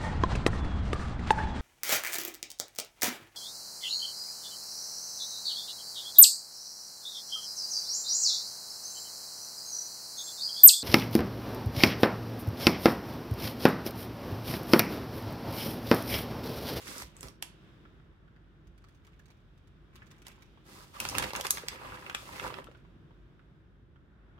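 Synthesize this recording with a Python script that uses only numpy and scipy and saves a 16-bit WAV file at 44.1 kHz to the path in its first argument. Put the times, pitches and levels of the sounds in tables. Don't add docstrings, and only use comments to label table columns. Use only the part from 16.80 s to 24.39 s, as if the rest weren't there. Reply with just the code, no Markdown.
import sys
import numpy as np
from scipy import signal
from scipy.fft import rfft, irfft, next_fast_len
from scipy.io import wavfile

SR = 44100
rng = np.random.default_rng(int(sys.argv[2]) if len(sys.argv) > 2 else 0)


def inscribe(sig):
    pcm = np.round(np.clip(np.atleast_2d(sig).T, -1, 1) * 32767)
    wavfile.write(sys.argv[1], SR, pcm.astype(np.int16))


N = 334939
TIME = np.arange(N) / SR

# (time [s], level [dB], pitch [Hz], hollowness [dB], tightness heard as treble [dB], side [dB])
SNAPS = [(0.08, -41, 2200, -10, -8, -11), (0.1814, -39, 1290, 1, 10.5, -9.5),
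         (0.2219, -39, 6070, 8.5, -2, -4), (0.4304, -40, 1130, 2, -5.5, -10),
         (0.4842, -46.5, 5540, 10, 0, -4), (0.6254, -30.5, 900, -0.5, -2.5, -2.5),
         (3.468, -45, 2000, 0, -2, -7), (3.4825, -47.5, 12000, 4, -6, -1), (4.2019, -28, 2670, -6.5, 0, -1),
         (4.2521, -29, 4210, 3, -14.5, -5), (4.2886, -31, 5540, 2, 0.5, 2),
         (4.298, -36, 520, 10.5, 5.5, -3.5), (4.3515, -30, 12000, -4.5, -19, -3.5),
         (4.3836, -22, 3510, -6.5, -2.5, -6), (4.3984, -32, 3680, 16.5, -8.5, -4.5),
         (4.4243, -30.5, 1290, -2, -14.5, -1.5), (4.4273, -30, 1350, 3.5, -17, -3.5),
         (4.4373, -34.5, 520, -2, -18.5, -4.5), (4.4415, -31, 2800, 2, -13.5, -2),
         (4.5062, -37.5, 520, -5.5, -21, -3.5), (4.5341, -32.5, 5540, 11.5, -11, 1),
         (4.5521, -30, 1130, -2, -18.5, 3.5), (4.562, -30.5, 6350, 5.5, -3.5, -11.5),
         (4.5689, -36, 1620, 7.5, -13, 2.5), (4.5992, -34, 1080, 13, -10.5, -0.5),
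         (4.6107, -31, 520, -8.5, -5, 1), (4.65, -33.5, 1410, 1, -16.5, -1),
         (4.6547, -30.5, 1780, 1.5, -14, -0.5), (4.6679, -29, 9130, -9, -10, -3.5),
         (4.7071, -17.5, 1030, 3.5, 11, 0.5), (4.7724, -34, 1620, -6, -18, -2.5),
         (4.782, -36.5, 1700, -3, -14, -1), (4.8844, -28, 5000, -8, -9.5, -0.5),
         (5.264, -39, 2800, -3.5, -30, -4), (5.2978, -34, 520, -9, -24, -1.5),
         (5.3483, -27, 8340, -8.5, -20, 1), (5.4907, -40, 1080, 11, -17, -5),
         (5.5971, -32.5, 1180, -8, -26, -5), (5.647, -35.5, 520, 17, -17, -13),
         (5.741, -38.5, 5060, -3, -24, -5), (5.7864, -37.5, 520, 15.5, -15.5, -2),
         (5.843, -52, 3070, -4, -5, 2), (5.9139, -55.5, 520, -1, -23, -4)]
# (time [s], level [dB], pitch [Hz])
PINGS = [(0.3667,-48,7900),(0.4085,-42,7900)]
# (start [s], rise [s], length [s], crackle [dB], shifting cheese [dB], sliding fizz [dB])
STROKES = [(0.0, 0.0032, 0.11, -57, -4.5, 4), (0.049, 0.026, 0.17, -49, -5, 3),
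           (0.335, 0.048, 0.11, -63, -8, -1.5), (0.422, 0.0096, 0.046, -53, -0.5, -1),
           (3.839, 0.063, 0.2, -57, -4, 0.5), (4.047, 0.025, 0.14, -66.5, -2, 2),
           (4.124, 0.024, 0.062, -48.5, -18, -6.5), (4.192, 0.016, 0.2, -45, -3.5, 0),
           (4.341, 0.017, 0.068, -39.5, 0, -6.5), (4.422, 0.008, 0.018, -40.5, 1.5, -2),
           (4.457, 0.012, 0.041, -46, -5, -2), (4.533, 0.013, 0.067, -42.5, -5.5, -7.5),
           (4.634, 0.012, 0.014, -42, -5, 0.5), (4.727, 0.029, 0.054, -49, -3.5, 4),
           (4.804, 0.016, 0.069, -54, -11, -4), (4.904, 0.018, 0.041, -44.5, -4.5, -9),
           (4.94, 0.1, 0.22, -46.5, -6.5, -10), (5.157, 0.029, 0.17, -51, -6, -8),
           (5.338, 0.021, 0.15, -53.5, -5, 0.5), (5.469, 0.092, 0.13, -45, -5, -4.5),
           (5.589, 0.051, 0.09, -41.5, -3, -7), (5.698, 0.018, 0.099, -48.5, 0, -12)]
# (frequency [Hz], level [dB])
TIGHT_PLASTIC = [(59, -36.5), (100, -18), (197, -2), (452, -4), (513, -7.5), (736, -13), (1310, -2),
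                 (1610, -6.5), (2040, -0.5), (2990, -10.5), (9020, -17.5), (12100, -19.5), (16000, -24)]
# (frequency [Hz], level [dB])
SLACK_PLASTIC = [(59, -34), (100, -2.5), (239, -3), (302, -3.5), (398, 0.5), (461, -9.5), (524, -6),
                 (648, -12), (1170, -6.5), (1830, -10), (2130, -8.5), (4980, -19.5), (5770, -22),
                 (11600, -26), (16000, -29.5)]
# (frequency [Hz], width [Hz], boost [dB])
FIXED_COLOUR = [(253.4,50,4),(505.5,70,5.5),(820,11,5),(979,38,8),(1167,50,4),(1321,75,2.5),(1630,42,2.5),(2600,63.5,2),(2740,51,4.5),(3430,110,2),(7900,1600,0),(11850,1500,-0.5)]
# (time [s], level [dB], pitch [Hz])
THUDS = [(0.223, -49, 59), (.438, -44, 140), (0.439, -45, 58), (1.86, -50, 50), (4.39, -50, 124),
         (4.59, -40, 624), (4.836, -36, 470), (5.724, -39, 534), (5.886, -42, 486)]
# (start [s], length [s], level [dB])
RUBS = [(2.0, 0.43, -87), (2.47, 0.04, -79), (3.122, 0.094, -71.5), (3.298, 0.057, -74),
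        (3.446, 0.043, -66), (3.59, 0.05, -80.5), (5.83, 0.13, -79)]
# (time [s], level [dB])
TICKS = [(1.872, -59.5), (1.979, -58.5), (2.0415, -57.5), (2.086, -58.5), (2.1484, -62.5), (2.249, -58),
         (2.2688, -55), (2.394, -56.5), (2.458, -56), (2.504, -56.5), (2.7773, -64), (2.8737, -62),
         (3.157, -47.5), (3.268, -56.5), (3.3133, -49.5), (3.364, -64), (3.4196, -51.5), (3.467, -45.5),
         (3.623, -51)]
# (frequency [Hz], level [dB])
SHRED_TONE = [(500,-10),(1500,11.5),(3000,9),(7000,2),(12000,-5.5),(16000,-8)]
# (time [s], level [dB], pitch [Hz])
PATS = [(1.053, -51.5, 1320), (1.198, -58.5, 1340), (1.479, -59.5, 1500), (1.563, -57, 2020),
        (2.042, -55, 1210), (2.275, -56, 1160), (2.333, -60, 2600), (2.396, -55.5, 1740),
        (2.503, -57, 1170), (3.22, -47.5, 1680), (3.58, -56.5, 990), (3.774, -52.5, 1090),
        (5.703, -35, 1170), (5.87, -44, 1280), (5.886, -60, 1430), (5.949, -49, 1413), (6.05, -54, 988),
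        (6.308, -56, 1000), (6.594, -56.5, 1476), (7.159, -56.5, 1420), (7.58, -54, 1200)]
# (frequency [Hz], level [dB])
ROOM_TONE = [(20,-44),(31,-24),(45,-1.5),(70,-6.5),(114,-5),(145,-1),(263,-12),(344,-8.5),(463,-20),(796,-35),(1500,-30),(2050,-36),(3700,-34.5),(4300,-43.5),(5200,-45),(6300,-50.5),(8000,-54.5),(16000,-60)]
# (time [s], murmur [dB], hiss [dB], high hiss [dB])
ROOM_LEVELS = [(0, -60.5, -62.5, -56.5), (0.58, -58, -68, -75), (0.852, -59, -64.5, -68),
               (1.4, -62.5, -69.5, -78.5), (2.8, -63.8, -71, -76), (3.35, -60.5, -67.5, -75.5),
               (3.7, -62, -69, -71.5), (6.1, -58.5, -68.5, -75), (6.7, -62, -70, -78.5),
               (7.099, -64, -74, -82.5), (7.59, -62, -66, -79)]
# (frequency [Hz], time to fade by 60 dB [s])
ECHO_TIMES = [(200,0.17),(1000,.38),(3000,.36),(7000,0.26),(15000,0.17)]
# (frequency [Hz], likeness [0 to 1])
LIKENESS = [(50,.8),(300,0.85),(600,0.47),(1200,0.11),(3000,0.054),(10000,0.033)]
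# (frequency [Hz], width [Hz], level [dB])
MIC_DIPS = [(4040,340,-2),(9850,360,-6.5)]


def snaps(lead_s=0.0056, lead_db=-21, left_treble_db=5):
    out = np.zeros((2, N))
    for start, db, note_hz, hollow_db, tight_db, side_db in SNAPS:
        bright_db, fizz_db = 1.05 * tight_db + 4.9, 1.2 * tight_db + 0.5
        ring_s = 0.0004 * np.exp(-0.056 * fizz_db)
        tone = [(60, hollow_db - 10.5), (300, hollow_db - 10), (900, hollow_db), (2500, 0),
                (6000, bright_db), (12000, fizz_db), (16000, fizz_db - 13.5)]
        patch = [(note_hz, 0.35 * note_hz, 7)]
        snap = crack(ring_s, shiver_gain=0.96, scatter_db=1, scatter_s=0.0027)
        snap = colour(snap, lambda hz: curve(tone, hz) + bumps(FIXED_COLOUR, hz) + bumps(patch, hz))
        snap = amp(db - 7.5) * pan(side_db) * unit(snap)
        add(out, start, snap)
        for ahead in rng.random(5):
            add(out, start - ahead * lead_s, amp(lead_db - 9.7 * ahead) * snap)
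    for start, db, hz in PINGS:
        add(out, start, amp(db - 10.5) * pan(-1.5) * knock(hz, cycles=3))
    out[:1] = colour(out[:1], lambda hz: left_treble_db * curve([(8500, 0.017), (10500, 0.64)], hz))
    return kitchen(out, early_db=-11, early_s=0.0049, late_db=-9.5)


def rustle(slack_from_s=2, release_s=0.028):
    popping = pops(per_s=340, spread_db=3.5, low_hz=600, high_hz=3630, cycles=1.6)
    grains = creases(per_s=1200, spread_db=3) + amp(-6) * popping
    grains = kitchen(grains, early_db=-6, early_s=0.012, late_db=-7.5)
    sliding = amp(-2) * rng.standard_normal((2, N))
    bag_bump = amp(-7) * band(stereo_noise(N), 45, 140)
    out = np.zeros((2, N))
    for is_slack, tone, side_db in [(False, TIGHT_PLASTIC, -2.5), (True, SLACK_PLASTIC, -1.7)]:
        crackle, hiss = (colour(x, lambda hz: curve(tone, hz) + bumps(FIXED_COLOUR, hz))
                         for x in (grains, sliding))
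        cheese = amp(-0.5) * band(crackle, 110, 600) + bag_bump
        plastic = amp(0.5) * band(crackle, 600, 4027)
        fizz = amp(-1) * band(crackle + hiss, 4000, 15000)
        power = np.zeros((3, N))
        for start, rise_s, length, db, cheese_db, fizz_db in STROKES:
            if (start > slack_from_s) == is_slack:
                effort = amp(db) * gesture(start, length, rise_s, release_s)
                power += (effort * amp([[0], [cheese_db], [fizz_db]])) ** 2
        plastic_gain, cheese_gain, fizz_gain = np.sqrt(power)
        out += pan(side_db) * (plastic * plastic_gain + cheese * cheese_gain + fizz * fizz_gain)
    return out


def thuds(cycles=1.3):
    out = np.zeros((2, N))
    t = np.arange(4000) / SR
    for start, db, hz in THUDS:
        age = t * hz / cycles
        swell = 2 * age * np.exp(1 - 2 * age)
        add(out, start, amp(db) * pan(-2.5) * swell * np.sin(2 * np.pi * hz * t))
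    return kitchen(out, early_db=-9.5, early_s=0.0056, late_db=-9)


def sprinkle(peel_s=0.0011):
    rubbing = sum(amp(db) * gesture(start, length, rise_s=0.012, release_s=0.056)
                  for start, length, db in RUBS)
    shreds = amp(-1) * creases(per_s=750, spread_db=8.5) * rubbing
    t = np.arange(-900, 900) / SR
    for start, db in TICKS:
        hiss = np.exp(-abs(t) / peel_s) * rng.standard_normal((2, len(t)))
        tick = crack(ring_s=0.0013, shiver_gain=1, scatter_db=-0.48, scatter_s=0.0019)
        add(shreds, start + t[0], amp(db - 9) * hiss)
        add(shreds, start, amp(db - 17.5) * tick)
    landings = pops(per_s=600, spread_db=3, low_hz=1000, high_hz=3200, cycles=1.3)
    out = colour(shreds, lambda hz: curve(SHRED_TONE, hz)) + amp(3) * landings * rubbing
    return kitchen(pan(-2.4) * out, early_db=1, early_s=0.0043, late_db=-6.5)


def pats():
    out = np.zeros((2, N))
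    for start, db, hz in PATS:
        smack = crack(ring_s=0.0022, shiver_gain=1.5, scatter_db=6.3, scatter_s=0.0012)
        add(out, start, amp(db - 15) * pan(-2.3) * knock(hz, cycles=1.7))
        add(out, start, amp(db - 20.5) * pan(-0.44) * band(smack, 1100, 3300))
    return kitchen(out, early_db=-1, early_s=0.0055, late_db=-7.5)


def kitchen(x, early_db, early_s, late_db):
    size = SR // 2
    t = np.arange(size) / SR
    arrival = np.clip((t - 0.002) / 0.002, 0, 1)
    early = stereo_noise(size) * arrival * np.exp(-t / early_s)
    hz, age, bands = signal.stft(stereo_noise(size), SR, nperseg=256)
    fade = amp(-60 * age / curve(ECHO_TIMES, hz)[:, None])
    late = signal.istft(bands * fade, SR, nperseg=256)[1][:, :size] * arrival
    echo = (amp(early_db) * unit(early) + amp(late_db) * unit(late)) / np.sqrt(size)
    return x + signal.oaconvolve(x, echo, axes=1)[:, :N]


def room_tone():
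    size = next_fast_len(N, True)
    tone = amp(curve(ROOM_TONE, np.fft.rfftfreq(size, 1 / SR)))
    noise = irfft(rfft(stereo_noise(size)) * tone, size)[:, :N]
    times, *levels = np.transpose(ROOM_LEVELS)
    murmur_gain, hiss_gain, high_gain = (amp(np.interp(TIME, times, db)) for db in levels)
    rumble = amp(-60.5) * band(noise, 40, 95)
    hum = amp(-64) * np.sin(2 * np.pi * 50 * TIME)
    murmur = amp(0.8) * band(noise, 100, 580) * murmur_gain
    hiss = band(noise, 680, 2000) * hiss_gain + band(noise, 1800, 18000) * high_gain
    return pan(-0.54) * (rumble + hum + murmur + hiss)


def crack(ring_s, shiver_gain, scatter_db, scatter_s, size=900):
    t = np.arange(size) / SR
    swell = t / ring_s * np.exp(-2 * t / ring_s)
    shiver = unit(swell * (rng.standard_normal(size) + 0.69 * stereo_noise(size)))
    scatter = unit(np.exp(-t / scatter_s) * stereo_noise(size))
    click = unit(1.0 * (t == 0)) * rng.choice([-1, 1])
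    left, right = click + shiver_gain * shiver + amp(scatter_db) * scatter
    lag = rng.integers(4, 16)
    late_left = np.r_[np.zeros(lag), left[:-lag]]
    return unit(np.array([late_left, right]))


def knock(hz, cycles):
    t = np.arange(700) / SR
    note = np.sin(2 * np.pi * hz * t) * np.exp(-t * hz / cycles)
    hit = crack(ring_s=0.0005, shiver_gain=0.74, scatter_db=-1.7, scatter_s=0.00294)
    return unit(signal.fftconvolve(hit, note[None], axes=1))


def creases(per_s, spread_db):
    cracks = [crack(ring_s=0.0005, shiver_gain=0.88, scatter_db=2, scatter_s=0.0007) for _ in range(40)]
    return shower(cracks, per_s, spread_db)


def pops(per_s, spread_db, low_hz, high_hz, cycles):
    return shower([knock(hz, cycles) for hz in np.geomspace(low_hz, high_hz, 60)], per_s, spread_db)


def shower(grains, per_s, spread_db):
    gains = amp(spread_db * np.minimum(rng.exponential(1, N), 3.5))
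    happens = rng.random(N) < per_s / SR
    which = rng.integers(0, len(grains), N)
    out = np.zeros((2, N))
    for i in np.flatnonzero(happens):
        add(out, i / SR, gains[i] * grains[which[i]])
    return unit(out)


def gesture(start, length, rise_s, release_s):
    age = TIME - start
    return np.clip(age / rise_s, 0, 1) * np.exp(-np.maximum(age - length, 0) / release_s)


def stereo_noise(size):
    left, other = rfft(rng.standard_normal((2, size)))
    likeness = curve(LIKENESS, np.fft.rfftfreq(size, 1 / SR))
    right = likeness * left + np.sqrt(1 - likeness ** 2) * other
    return irfft(np.array([left, right]), size)


def colour(x, db_of_hz, size=2048):
    log_gain = np.log(amp(db_of_hz(abs(np.fft.fftfreq(size, 1 / SR)))))
    taps = np.fft.ifft(np.exp(np.conj(signal.hilbert(log_gain)))).real
    return signal.oaconvolve(x, taps[None, :size // 2], axes=1)[:, :x.shape[1]]


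def band(x, low_hz, high_hz):
    sos = signal.butter(3, [low_hz, high_hz], "band", fs=SR, output="sos")
    return unit(signal.sosfilt(sos, x))


def bumps(peaks, hz):
    return sum(db / (1 + (2 * (hz - centre) / width) ** 2) for centre, width, db in peaks)


def curve(points, hz):
    frequencies, values = np.transpose(points)
    return np.interp(np.log(hz + 1), np.log(frequencies + 1), values)


def amp(db):
    return 10 ** (np.asarray(db) / 20)


def unit(x):
    return x / np.sqrt(np.mean(x ** 2) + 1e-20)


def pan(db):
    return unit(amp([[db / 2], [-db / 2]]))


def add(mix, start, sound):
    part = mix[:, max(round(start * SR), 0):][:, :sound.shape[1]]
    part += sound[:, :part.shape[1]]


def scene():
    return snaps() + rustle() + thuds() + sprinkle() + pats() + room_tone()


def record(dry, low_cut_hz=32, high_cut_hz=16200):
    heard = colour(dry, lambda hz: bumps(MIC_DIPS, hz))
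    low_cut = signal.butter(6, low_cut_hz, "high", fs=SR, output="sos")
    high_cut = signal.firwin(255, high_cut_hz, window=("kaiser", 9), fs=SR)
    return signal.oaconvolve(signal.sosfilt(low_cut, heard), high_cut[None], "same", axes=1)


dry = scene()
out = record(dry)
inscribe(out)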